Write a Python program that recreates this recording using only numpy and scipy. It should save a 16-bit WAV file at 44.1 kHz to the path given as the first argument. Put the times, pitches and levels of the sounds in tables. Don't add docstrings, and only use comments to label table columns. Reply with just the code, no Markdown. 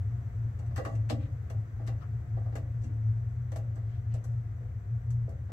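import sys
import numpy as np
from scipy import signal
from scipy.fft import rfft, irfft, next_fast_len
from scipy.io import wavfile

SR = 44100
rng = np.random.default_rng(int(sys.argv[2]) if len(sys.argv) > 2 else 0)


def dump(signal):
    limited = np.clip(np.atleast_2d(signal).T, -1, 1)
    pcm = np.round(limited * 32767).astype(np.int16)
    wavfile.write(sys.argv[1], SR, pcm)


N = 243431
TIME = np.arange(N) / SR
CONTACT_SAMPLES = 18432

# (frequency [Hz], difference against shared sound [dB])
STEREO_WIDTH = [(60, -89.5), (120, -17), (230, -6.5), (500, -6.5), (800, -1), (1300, 1.5), (4000, -0.5),
                (12000, 0)]
# (frequency [Hz], level [dB])
STEEL_TONE = [(60, -65), (400, -21.5), (1000, 7), (1800, 9), (3300, -2.5), (4700, -6), (6500, -2.5),
              (7900, -3), (8800, -14.5), (10200, -11), (11800, -10), (15000, -18.5), (17000, -44)]


def undb(db):
    return 10 ** (np.asarray(db) / 20)


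def unit(x):
    return x / np.sqrt(np.mean(x ** 2))


def freqs(size):
    return np.maximum(np.arange(size // 2 + 1) * SR / size, 1)


def along(points, hz):
    f, value = np.transpose(points)
    return np.interp(np.log(hz), np.log(f), value)


def hump(hz, centre_hz, octaves):
    return 1 / (1 + (np.log2(hz / centre_hz) / octaves) ** 2)


def pan(db):
    return undb(np.array([[db], [-db]]) / 2)


def fade(t, t60):
    return np.exp(-np.log(1000) * t / t60)


def add(out, sound, start_s):
    start = int(start_s * SR)
    part = sound[:, :N - start]
    out[:, start:start + part.shape[1]] += part


def cabin_noise(spectrum, size):
    padded = next_fast_len(size, real=True)
    f = freqs(padded)
    mid, side = rfft(rng.standard_normal((2, padded)))
    side = side * undb(along(STEREO_WIDTH, f))
    ears = np.array([mid + side, mid - side]) * np.interp(f, freqs(size), spectrum)
    return unit(irfft(ears, padded)[:, :size])


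def waver(rate_hz):
    return unit(cabin_noise(1 / (1 + (freqs(N) / rate_hz) ** 4), N)[0])


def ripple(spacing_hz=110):
    return np.interp(freqs(CONTACT_SAMPLES) / spacing_hz, np.arange(1024), rng.standard_normal(1024))


def ring(modes, drive, scatter_db):
    hz, db, t60 = np.transpose(modes)[:, :, None]
    t = np.arange(CONTACT_SAMPLES) / SR
    strength, detune, lag = rng.standard_normal((3, len(hz), 1))
    gain = undb(db + scatter_db * strength) * np.reshape(drive, (-1, 1))
    phase = 2 * np.pi * (hz * (1 + .002 * detune) * t + rng.random(hz.shape))
    apart = np.arctan(undb(along(STEREO_WIDTH, hz))) * np.sign(lag)
    decay = gain * fade(t, t60) / np.sqrt(np.sum(gain ** 2) / 2)
    return np.array([np.sum(decay * np.sin(phase + ear * apart), axis=0) for ear in (-1, 1)])


def air(level_db=-55, ease_db_per_s=.5, pan_db=2.14):
    # (frequency [Hz], level [dB])
    rush_tone = [(100, -11), (180, 2), (300, -6.5), (400, -8.5), (680, -16.5), (920, -19.5), (1400, -18.5),
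                 (2000, -21.5), (2700, -33), (5000, -41), (7900, -37), (8800, -52.5), (12000, -43.5),
                 (16000, -45)]
    # (frequency [Hz], width [Hz], height above the rush [dB])
    whistles = [(484.4, 2.2, 13.5), (704, 52, 10), (4860, 44, 7), (5960, 110, 12)]
    f = freqs(N)
    whistle_db = sum(peak / (1 + (2 * (f - hz) / width) ** 2) for hz, width, peak in whistles)
    rush = cabin_noise(undb(along(rush_tone, f) + whistle_db), N)
    return pan(pan_db) * rush * undb(level_db - ease_db_per_s * TIME)


def fan(hum_hz=113.45, hum_db=-3.0, drift_share=0.01992, drift_hz=2.66, overtone_db=-37,
        flutter_db=-41, flutter_hz=7.54, rumble_db=-36.5, ease_db_per_s=.5, pan_db=1.9):
    # (time [s], level [dB])
    swells = [(0.0, -42), (0.18, -34), (0.3, -41.5), (0.42, -27.5), (0.87, -38), (1.02, -25), (1.41, -50),
              (1.59, -24), (1.71, -57), (1.89, -25), (1.98, -37), (2.97, -33), (3.09, -21), (3.3, -35.5),
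              (4.41, -29), (4.71, -49.5), (5.16, -27.5), (5.51, -38.5)]
    # (frequency [Hz], level [dB])
    rumble_tone = [(8, -69), (22, -41.5), (33, -19.5), (54, -4.5), (72, -3), (93, 5), (103, 0.5),
                   (118, -1.5), (132, -5), (153, -20), (220, -35), (500, -120)]
    pitch_hz = hum_hz * (1 + drift_share * waver(drift_hz))
    phase = 2 * np.pi * np.cumsum(pitch_hz) / SR
    swell_db = np.interp(TIME, *np.transpose(swells))
    hum = unit(np.sin(phase) + undb(overtone_db) * np.sin(2 * phase)) * undb(swell_db + hum_db)
    flutter = waver(flutter_hz) * np.sin(phase) + waver(flutter_hz) * np.cos(phase)
    rumble = cabin_noise(undb(along(rumble_tone, freqs(N))), N)
    rumble *= undb(rumble_db - ease_db_per_s * TIME)
    return pan(pan_db) * (hum + flutter * undb(flutter_db) + rumble)


def scrapes(slips_per_s=1200, grit_db=3, octaves=0.58, slip_t60=0.083, pan_db=3):
    # (time [s], length [s], level [dB], centre frequency [Hz])
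    strokes = [(0.801, 0.17, -69.5, 7800), (1.171, 0.12, -66, 3270), (1.997, 0.076, -56, 900),
               (2.002, 0.045, -68, 3770), (2.803, 0.09, -70, 6000), (3.842, 0.18, -71, 3380),
               (4.086, .12, -66, 3040), (4.246, 0.16, -79, 6960)]
    size = CONTACT_SAMPLES
    out, t, f = np.zeros((2, N)), np.arange(size) / SR, freqs(size)
    for start_s, length_s, db, centre_hz in strokes:
        slipping = rng.random(size) < slips_per_s / SR
        slips = slipping * undb(grit_db * rng.standard_normal(size)) * rng.choice([-1, 1], size)
        tone = undb(along(STEEL_TONE, f)) * hump(f, centre_hz, octaves)
        slip_ring = cabin_noise(tone, size) * fade(t, slip_t60)
        scrape = unit(irfft(rfft(slips) * rfft(slip_ring)))
        pressure = np.sin(np.pi * np.minimum(t / length_s, 1))
        add(out, scrape * pressure * undb(db), start_s)
    return out * pan(pan_db)


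def knocks(echo_db=-3, ring_db=-4, cabin_t60=.24, rise_cycles=10, pan_db=-0.4):
    # (time [s], level [dB], centre frequency [Hz], spread to each side [octaves])
    blows = [(0.593, -51.5, 650, 1.1), (0.708, -51.5, 700, 1.8), (0.762, -44.5, 1630, 0.52),
             (0.777, -36, 1000, 1.3), (0.793, -33.5, 502, 0.21), (0.85, -42, 1140, 0.18),
             (0.857, -35, 690, 1.3), (0.924, -44.5, 650, 0.83), (1.099, -32.5, 268, 0.55),
             (1.100, -32.5, 566, 0.79), (1.502, -46, 640, 0.54), (1.795, -46.5, 550, 1.2),
             (1.877, -42.5, 654, 1.4), (2.368, -43.5, 640, 1), (2.458, -46.5, 660, 0.92),
             (2.522, -46.5, 494, 2.3), (2.554, -40, 594, 1.07), (2.842, -44.5, 234, 0.79),
             (3.519, -44.5, 636, 0.69), (3.556, -41.5, 644, 0.53), (3.761, -50, 587, 2),
             (4.141, -46, 560, 0.45), (4.242, -53.5, 545, 0.86), (4.61, -53.5, 423, 0.25),
             (5.279, -44, 497, 0.6), (5.492, -50.5, 800, 1.5)]
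    # (frequency [Hz], level [dB], time to fade 60 dB [s])
    panel_modes = [(171, -7.5, 0.36), (231.7, 5.5, 0.5), (287.5, -2.5, 0.65), (305.2, 1, 0.55),
                   (397, -19, 0.23), (491, 0.5, 0.24), (518.2, -6, 0.6), (557, -6, 0.57), (606, -7, 0.51),
                   (660, 1.5, .26), (750, -10.5, 0.074), (802, -1, 0.3), (1144, -6, 0.33),
                   (1550, -14, 0.14), (1700, -11, 0.21), (1620, -6.5, 0.19), (1810, -5.5, 0.21),
                   (1970, -8.5, 0.36), (1943, -8, 0.87), (2770, -11, 0.27)]
    # (frequency [Hz], level [dB])
    echo_tone = [(40, -31), (130, -22), (280, 7.5), (380, 1.5), (540, -0.5), (790, 0.5), (930, -17.5),
                 (1170, -3.5), (1400, -16), (1900, -12.5), (2400, -28.5), (5000, -16.5), (9000, -64)]
    out, t, f = np.zeros((2, N)), np.arange(CONTACT_SAMPLES) / SR, freqs(CONTACT_SAMPLES)
    for start_s, db, centre_hz, octaves in blows:
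        depth = np.sqrt(550 / centre_hz)
        drive = hump(np.array(panel_modes)[:, 0], centre_hz, octaves)
        panel = ring(panel_modes, drive, scatter_db=0.5)
        tone = undb(along(echo_tone, f)) * hump(f, centre_hz, octaves)
        echo = cabin_noise(tone, CONTACT_SAMPLES) * fade(t, cabin_t60 * np.sqrt(depth))
        knock = undb(ring_db) * panel * depth + undb(echo_db) * echo / depth
        onset = 1 - fade(t, rise_cycles / centre_hz)
        add(out, knock * onset * undb(db), start_s)
    return out * pan(pan_db)


def ticks(level_db=-3, usual_db=-43.5, crack_db=2, crack_t60=0.0025, cabin_t60=0.14, rise_t60=.006,
          skid_s=.02, skid_db=-16, skid_t60=0.013, clink_db=-10, ripple_db=3, pan_db=4):
    # (time [s], level [dB], boost or cut of one range [dB], its centre [Hz])
    taps = [(0.59, -60, 8, 6540), (0.661, -68, 2, 7000), (0.7602, -42, -5, 1700), (0.7767, -43, 1, 1800),
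            (0.8494, -40, 8.5, 1600), (0.951, -57, 2.5, 7500), (1.0906, -48.5, 5, 2520),
            (1.098, -35.5, 14, 3830), (1.499, -49, -1, 2500), (1.865, -55, -8, 2500), (1.874, -46, 8, 4320),
            (2.554, -44, 1.5, 3500), (2.566, -58, -6, 2000), (2.84, -59, 2, 2010), (3.5177, -51, 1, 3500),
            (3.559, -47, -4.5, 2000), (3.756, -62, -11.5, 2500), (4.1388, -53, -11, 1800),
            (4.240, -53, -16, 2500), (5.104, -56.5, -19, 2000), (5.291, -65, -25, 2000)]
    # (frequency [Hz], level [dB], time to fade 60 dB [s])
    bracket_modes = [(2530, -14.5, 0.051), (2756, -1, 0.24), (3030, -10, 0.069), (3600, -17.5, 0.11),
                     (4300, -5, .12), (4680, -7, 0.09), (5750, -2, 0.11), (6240, -3, 0.074),
                     (6140, -9, 0.11), (6500, -3, 0.033), (7870, 1.5, 0.088), (8200, -13.5, 0.16),
                     (9100, -11, 0.11), (12000, -17.5, 0.11)]
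    out, t, f = np.zeros((2, N)), np.arange(CONTACT_SAMPLES) / SR, freqs(CONTACT_SAMPLES)
    skid = undb(skid_db) * fade(abs(t - skid_s), skid_t60) * np.minimum(t / skid_s, 1)
    since_catch = np.maximum(t - skid_s, 0)
    onset = 1 - fade(since_catch, rise_t60)
    for start_s, db, boost_db, centre_hz in taps:
        firm_db = db - usual_db
        crack = undb(crack_db + 1.3 * firm_db) * fade(since_catch, crack_t60)
        clink_gain = undb(clink_db - 0.47 * firm_db)
        envelope = onset * (fade(since_catch, cabin_t60) + crack) + skid
        colour_db = boost_db * hump(f, centre_hz, octaves=0.56)
        tone = undb(along(STEEL_TONE, f) + colour_db + ripple_db * ripple())
        burst = cabin_noise(tone, CONTACT_SAMPLES) * envelope
        drive = undb(np.interp(np.array(bracket_modes)[:, 0], f, colour_db))
        clink = ring(bracket_modes, drive, scatter_db=1.5) * (1 - fade(t, rise_t60))
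        gain = undb(db + level_db) * pan(pan_db)
        add(out, burst * gain, start_s - skid_s)
        add(out, clink * clink_gain * gain, start_s)
    return out


def scene():
    return fan() + air() + ticks() + knocks() + scrapes()


def record(dry, top_hz=15800):
    return signal.sosfilt(signal.ellip(10, .2, 70, top_hz, fs=SR, output="sos"), dry)


dry = scene()
out = record(dry)
dump(out)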